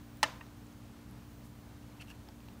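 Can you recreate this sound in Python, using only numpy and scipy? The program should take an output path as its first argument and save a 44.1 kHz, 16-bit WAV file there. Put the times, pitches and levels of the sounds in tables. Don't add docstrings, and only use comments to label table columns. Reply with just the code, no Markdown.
import sys
import numpy as np
from scipy import signal
from scipy.fft import rfft, irfft, next_fast_len
from scipy.io import wavfile
from scipy.ndimage import map_coordinates

SR = 44100
rng = np.random.default_rng(int(sys.argv[2]) if len(sys.argv) > 2 else 0)


def wav_record(signal):
    frames = np.transpose(np.atleast_2d(signal))
    bounded = np.clip(frames, -1, 1)
    quanta = np.round(bounded * 32767).astype(np.int16)
    wavfile.write(sys.argv[1], SR, quanta)


def boost_factor(decibels):
    exponent = np.asarray(decibels, float) / 20
    return 10 ** exponent


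N = 114660

# f/Hz, level/dB per Hz
RUMBLE = [(12, -33), (35, -9.5), (60, -2), (110, 1), (145, -8), (198, 0), (240, -10), (330, -21.5),
          (600, -120)]
AIR = [(150, -55), (300, 2.5), (650, -0.5), (1000, -2), (2000, -9), (4000, -13), (6500, -19.5), (9500, -46),
       (16000, -120)]
HISS = [(3000, -10), (6500, 0), (9800, -1), (10500, -5.5), (11200, -1.5), (13000, -1), (14500, -3),
        (15700, -3)]
RUMBLE_DB, AIR_DB, HISS_DB = -55.5, -61.5, -68.5

# multiple of shaft speed, level/dB rms
MOTOR = [(1, -61), (4, -60.5), (5, -61), (6, -75), (7, -80)]
MOTOR_HZ, MOTOR_SWAY_DB = 58.3, 1
MAINS_HZ, MAINS_DB, MAINS_SWAY_DB = 120.8, -59, 1.5
# t/s, level/dB
WHINE_SWELL = [(0, -83), (.2, -80), (.42, -85), (.6, -88), (.72, -86), (.85, -100), (1.2, -92), (1.38, -80),
               (1.47, -87), (1.62, -86), (1.75, -93), (2.3, -102), (2.45, -85), (2.6, -85)]
WHINE_HZ, WHINE_DB = 15228, -83

# t/s, ring level/dB, f/Hz, t60/s, snap level/dB
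TICKS = [(0.1714, -50, 8800, 0.0042, -62), (.1725, -52, 13200, .004, -80), (.172, -52, 7500, .004, -80),
         (.172, -56, 10800, .004, -80), (.1725, -56, 15200, .003, -80), (1.111, -56, 13000, .003, -80),
         (1.111, -55, 9700, .004, -80), (2.104, -51, 1680, 0.038, -80), (.2348, -17.5, 8660, 0.0024, -30.5),
         (.466, -70, 12000, .003, -54), (.668, -50, 7000, 0.004, -75), (0.726, -54, 6200, .008, -75),
         (1.112, -47, 11200, 0.0045, -69), (1.555, -60, 13000, .003, -63), (2.074, -53, 4200, .006, -56),
         (2.102, -56, 5600, 0.011, -62), (2.2875, -46.5, 5320, 0.0062, -50),
         (2.2875, -51, 3600, 0.0048, -62), (2.2885, -45.5, 860, 0.025, -80),
         (2.4037, -52.5, 2650, 0.0086, -56), (2.427, -54, 2500, .008, -66),
         (2.4845, -50, 4000, 0.0097, -59), (2.4865, -45.5, 2700, 0.0066, -55),
         (2.4845, -49, 890, 0.025, -80)]
# f/Hz, level/dB
SNAP = [(800, -3.5), (2500, -3.5), (6000, -6), (9000, -26), (14000, -9), (16000, -11)]
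SNAP_T60_S = 0.0064
# middle t/s, half length/s, squeak level/dB, scrape level/dB
SLIPS = [
    (2.005, 0.0076, -59, -70),
    (2.015, 0.0057, -53, -56),
    (2.023, 0.004, -51, -62),
    (2.031, 0.0048, -60, -69),
    (2.085, 0.0059, -63, -64),
    (2.096, 0.0043, -61, -68),
    (2.103, 0.0034, -60, -56.5),
    (2.113, 0.0055, -58.5, -61),
    (2.119, 0.0033, -65, -77),
    (1.461, 0.021, -94, -90),
]
# f/Hz, width/Hz, level/dB
SQUEAK = [(2740, 690, 1.5), (1680, 120, -2.5), (4270, 210, -7), (5950, 400, -6.5)]
# f/Hz, level/dB
SCRAPE = [(500, -34), (1200, 1.5), (2500, -8), (5000, -7.5), (8000, -8.5), (12000, -14), (16000, -19)]
SLIPS_PER_S, SLIP_SCATTER_DB = 5000, 2
REGRIP_S, REGRIP_RISE = 2.06, 1
# f/Hz, level/dB
SLEEVE = [(2500, -40), (5000, -4), (8000, 0), (12000, -3), (16000, -4)]
SLEEVE_S, SLEEVE_HALF_S, SLEEVE_DB = 1.462, 0.022, -67
# middle t/s, half length/s, level/dB, f/Hz, glide/Hz per s
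SINGS = [(2.004, .0035, -52.5, 2650, -20000), (2.012, .004, -51.5, 2610, 10000),
         (2.024, 0.0017, -52, 2620, -20000), (2.085, .005, -57, 2730, 30000),
         (2.093, .004, -59, 2700, -20000), (2.103, 0.0022, -53, 2800, 40000),
         (2.113, .005, -50, 2800, -10000), (2.123, 0.0026, -62, 2750, 5000)]

KNOCK_S = [.2292, .2296, .2318, .2355, .2388, .2422, .2478]
# low modes/dB, middle modes/dB, high modes/dB, crack/dB
KNOCKS = [
    (-17, -42, -37, -32),
    (-45, -32, -26.5, -20),
    (-40, -36, -27, -24.5),
    (-35, -27.5, -42, -27.5),
    (-49, -31, -25, -28),
    (-43, -23, -27, -24),
    (-49, -30, -34, -52),
]
# f/Hz, level/dB, t60/s
CUP_LOW = [(860, -3, 0.079), (1038, -5, 0.044), (1130, -24, 0.069)]
CUP_MID = [(1215, -4, 0.03), (1388, -10, 0.051), (1560, -9, 0.033), (1730, 1.5, 0.031), (1890, -8, 0.031),
           (2080, -6.5, 0.067)]
CUP_HIGH = [(2380, -11, 0.034), (2687, -3.5, 0.033), (2970, -6, 0.025), (3373, -5, 0.019),
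            (4040, -15, 0.026), (4640, -23, .018), (4970, -18, 0.011), (5600, -8, 0.014),
            (6100, -21, 0.011), (7380, -15, 0.019)]
STRIKE_S, SCATTER_DB = 0.00019, 2.5
# f/Hz, level/dB
CRACK = [(900, -37), (2300, -5), (4000, 9), (6000, 4.5), (9000, -9), (12000, -8.5), (16000, -35)]
CRACK_T60_S = 0.011
SINK_S, SINK_DB, SINK_TAKES_S = 0.238, -10.5, 0.0039
# t/s, level/dB, f/Hz, t60/s, swell/s
CAVITY = [
    (.2325, -36, 287, 0.065, .004),
    (.244, -42.5, 299, 0.082, 0.0045),
    (.2312, -26.5, 590, 0.047, 0.0034),
]
# t/s, level/dB, f/Hz, t60/s
CORNERS = [(0.2293, -17, 1885, 0.029), (.2293, -23, 2722, .02), (.2296, -22, 4240, .013),
           (.2297, -21, 5490, 0.019), (.232, -29, 6410, 0.011), (0.2324, -29, 1648, 0.023),
           (0.2333, -23, 3320, 0.017), (0.2381, -27, 1310, 0.021), (0.2388, -22, 2970, 0.016),
           (0.2393, -27, 1810, 0.027)]
# f/Hz, level/dB, t60/s
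PAN = [(508, -47.5, 0.29), (642.6, -43, 0.27), (1027, -52, 0.57)]
# t/s, level/dB
SETTLE = [
    (.4096, -46),
    (.4109, -42),
]
# f/Hz, level/dB, t60/s
BOTTOM = [(950, -3, 0.018), (1160, 0, 0.041), (1480, -16, 0.0068), (1866, 3, 0.048), (2040, -10, 0.013),
          (2500, -2, 0.018), (2730, -1, 0.03), (3650, -12, 0.0096)]
# t/s, level/dB, f/Hz, t60/s
BUBBLES = [
    (0.259, -34, 950, 0.036),
    (.275, -43, 564, 0.059),
    (.322, -55, 990, 0.048),
]
BUBBLE_RISE, BUBBLE_ATTACK_S = 2.7, 0.0017

# f/Hz, t60/s
ROOM = [(300, 0.56), (1000, 0.54), (3000, 0.38), (6000, 0.38), (12000, 0.4)]
# f/Hz, level/dB
TOWARDS_WALLS = [(300, -18), (600, -3.5), (1000, -0.5), (2000, -4.5), (3000, -5), (4500, -8), (6500, -13.5),
                 (9000, -22.5), (15000, -32)]
ROOM_DB, SETTLE_ROOM_DB, ROOM_DELAY_S = -1, -24, 0.018
SPREAD_HZ, FINGER_ROOM_DB = 500, -26
TOP_HZ = 15750


def unit(x):
    return x / np.sqrt(np.mean(x ** 2) + 1e-20)


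def along(points, hz):
    f, v = np.transpose(points)
    return np.interp(np.log(hz + 1), np.log(f + 1), v)


def wobble(rate):
    knots = rng.standard_normal(int(N / SR * 40) + 4)
    return map_coordinates(knots, [np.arange(N) * min(rate, 40) / SR])


def filtered(x, response):
    m = next_fast_len(len(x) + 8192)
    return irfft(rfft(x, m) * response(np.fft.rfftfreq(m, 1 / SR)), m)[:len(x)]


def noise(spectrum, size):
    return unit(filtered(rng.standard_normal(size), lambda hz: boost_factor(along(spectrum, hz))))


def ring(t, hz, db, t60, attack):
    return boost_factor(db - 60 * t / t60) * (1 - np.exp(-t / attack)) * np.sin(2 * np.pi * hz * t)


def add(out, s, sound):
    part = out[round(s * SR):][:len(sound)]
    part += sound[:len(part)]


def air():
    rumble = boost_factor(RUMBLE_DB + 0.27 * wobble(4.5)) * noise(RUMBLE, N)
    breath = boost_factor(AIR_DB + 0.13 * wobble(4.0) + 0.53 * wobble(14)) * noise(AIR, N)
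    hiss = boost_factor(HISS_DB + 0.12 * wobble(4.4)) * noise(HISS, N)
    return rumble + breath + hiss


def hum():
    t = np.arange(N) / SR

    def tone(hz, db, drift):
        phase = 2 * np.pi * hz * t + 6 * rng.random() + drift * wobble(2.58)
        return np.sqrt(2) * boost_factor(db) * np.sin(phase)

    motor = sum(tone(k * MOTOR_HZ, db + MOTOR_SWAY_DB * wobble(3.7), 0.1) for k, db in MOTOR)
    mains = tone(MAINS_HZ, MAINS_DB + MAINS_SWAY_DB * wobble(5.9), 0.52)
    s, whine_db = np.transpose(WHINE_SWELL)
    swell_db = np.interp(t, s, whine_db - whine_db.mean())
    return motor + mains + tone(WHINE_HZ, WHINE_DB + swell_db, 2.5)


def ticks():
    out, t = np.zeros(N), np.arange(SR // 20) / SR
    for s, db, hz, t60, snap_db in TICKS:
        snap = boost_factor(snap_db - 60 * t / SNAP_T60_S) * noise(SNAP, len(t))
        add(out, s, ring(t, hz, db, t60, STRIKE_S) + snap)
    return out


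def wall(f):
    return sum((-1) ** k * boost_factor(db) * 1j * f * width / (centre ** 2 - f ** 2 + 1j * f * width)
               for k, (centre, width, db) in enumerate(SQUEAK))


def squeaking():
    luck = rng.random(N)
    pulses = np.clip((SLIPS_PER_S / SR - luck) * 400, 0, 1)
    slips = unit(pulses * boost_factor(SLIP_SCATTER_DB * rng.standard_normal(N)))
    first = unit(filtered(slips, lambda f: wall(f) ** 2))
    second = unit(filtered(slips, lambda f: wall(f / REGRIP_RISE) ** 2))
    return np.where(np.arange(N) / SR < REGRIP_S, first, second)


def fingers():
    out, now = ticks(), np.arange(N) / SR
    squeak, scrape = squeaking(), noise(SCRAPE, N)
    for s, half, squeak_db, scrape_db in SLIPS:
        stroke = np.exp(-((now - s) / half) ** 2)
        out += stroke * (boost_factor(squeak_db) * squeak + boost_factor(scrape_db) * scrape)
    brush = np.exp(-((now - SLEEVE_S) / SLEEVE_HALF_S) ** 2)
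    out += boost_factor(SLEEVE_DB) * brush * noise(SLEEVE, N)
    for s, half, db, hz, glide in SINGS:
        u = now - s
        out += boost_factor(db) * np.exp(-(u / half) ** 2) * np.sin(2 * np.pi * (hz + glide * u / 2) * u)
    return out


def knocks():
    out, t = np.zeros(N), np.arange(SR // 2) / SR
    for s, (*modes_db, crack_db) in zip(KNOCK_S, KNOCKS):
        for modes, db in zip((CUP_LOW, CUP_MID, CUP_HIGH), modes_db):
            chance = SCATTER_DB * rng.standard_normal(len(modes))
            for k, (hz, mode_db, t60) in enumerate(modes):
                add(out, s, (-1) ** k * ring(t, hz, db + mode_db + chance[k], t60, STRIKE_S))
        add(out, s, boost_factor(crack_db - 60 * t / CRACK_T60_S) * noise(CRACK, len(t)))
    since = np.arange(N) / SR - SINK_S
    return out * boost_factor(SINK_DB * np.clip(since / SINK_TAKES_S, 0, 1))


def cube():
    out, t = knocks(), np.arange(SR // 2) / SR
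    for s, db, hz, t60, swell in CAVITY:
        add(out, s, ring(t, hz, db, t60, swell))
    for s, db, hz, t60 in CORNERS:
        add(out, s, ring(t, hz, db, t60, attack=0.00054))
    for hz, db, t60 in PAN:
        add(out, KNOCK_S[2], ring(t, hz, db, t60, attack=0.0048))
    for s, db in SETTLE:
        for k, (hz, mode_db, t60) in enumerate(BOTTOM):
            add(out, s, (-1) ** k * ring(t, hz, db + mode_db, t60, STRIKE_S))
    for s, db, hz, t60 in BUBBLES:
        add(out, s, ring(t, hz * (1 + BUBBLE_RISE * t), db, t60, BUBBLE_ATTACK_S))
    return out


def room(x):
    hz, t, z = signal.stft(rng.standard_normal(SR // 2), SR, nperseg=256)
    decay = boost_factor(-60 * t / along(ROOM, hz)[:, None])
    tail = signal.istft(z * decay, SR, nperseg=256)[1]
    tail = tail * np.clip(np.arange(len(tail)) / SR / ROOM_DELAY_S, 0, 1) ** 2
    return signal.fftconvolve(x, tail / np.linalg.norm(tail))[:N]


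def scene():
    drop, grip, blows = cube(), fingers(), np.zeros(N)
    add(blows, KNOCK_S[1], boost_factor([ROOM_DB]))
    add(blows, SETTLE[1][0], boost_factor([SETTLE_ROOM_DB]))
    splash = filtered(blows, lambda hz: boost_factor(along(TOWARDS_WALLS, hz)))
    flutter = unit(filtered(rng.standard_normal(N), lambda hz: np.exp(-(hz / SPREAD_HZ) ** 2)))
    walls = room(splash + boost_factor(FINGER_ROOM_DB) * grip * flutter)
    return (drop + grip + walls + hum() + air())[None]


def roll_off(x):
    return signal.sosfilt(signal.butter(12, 16060, fs=SR, output="sos"), x)


def record(dry):
    mix = filtered(dry[0], lambda hz: hz < TOP_HZ)[None]
    return roll_off(mix)


dry = scene()
out = record(dry)
wav_record(out)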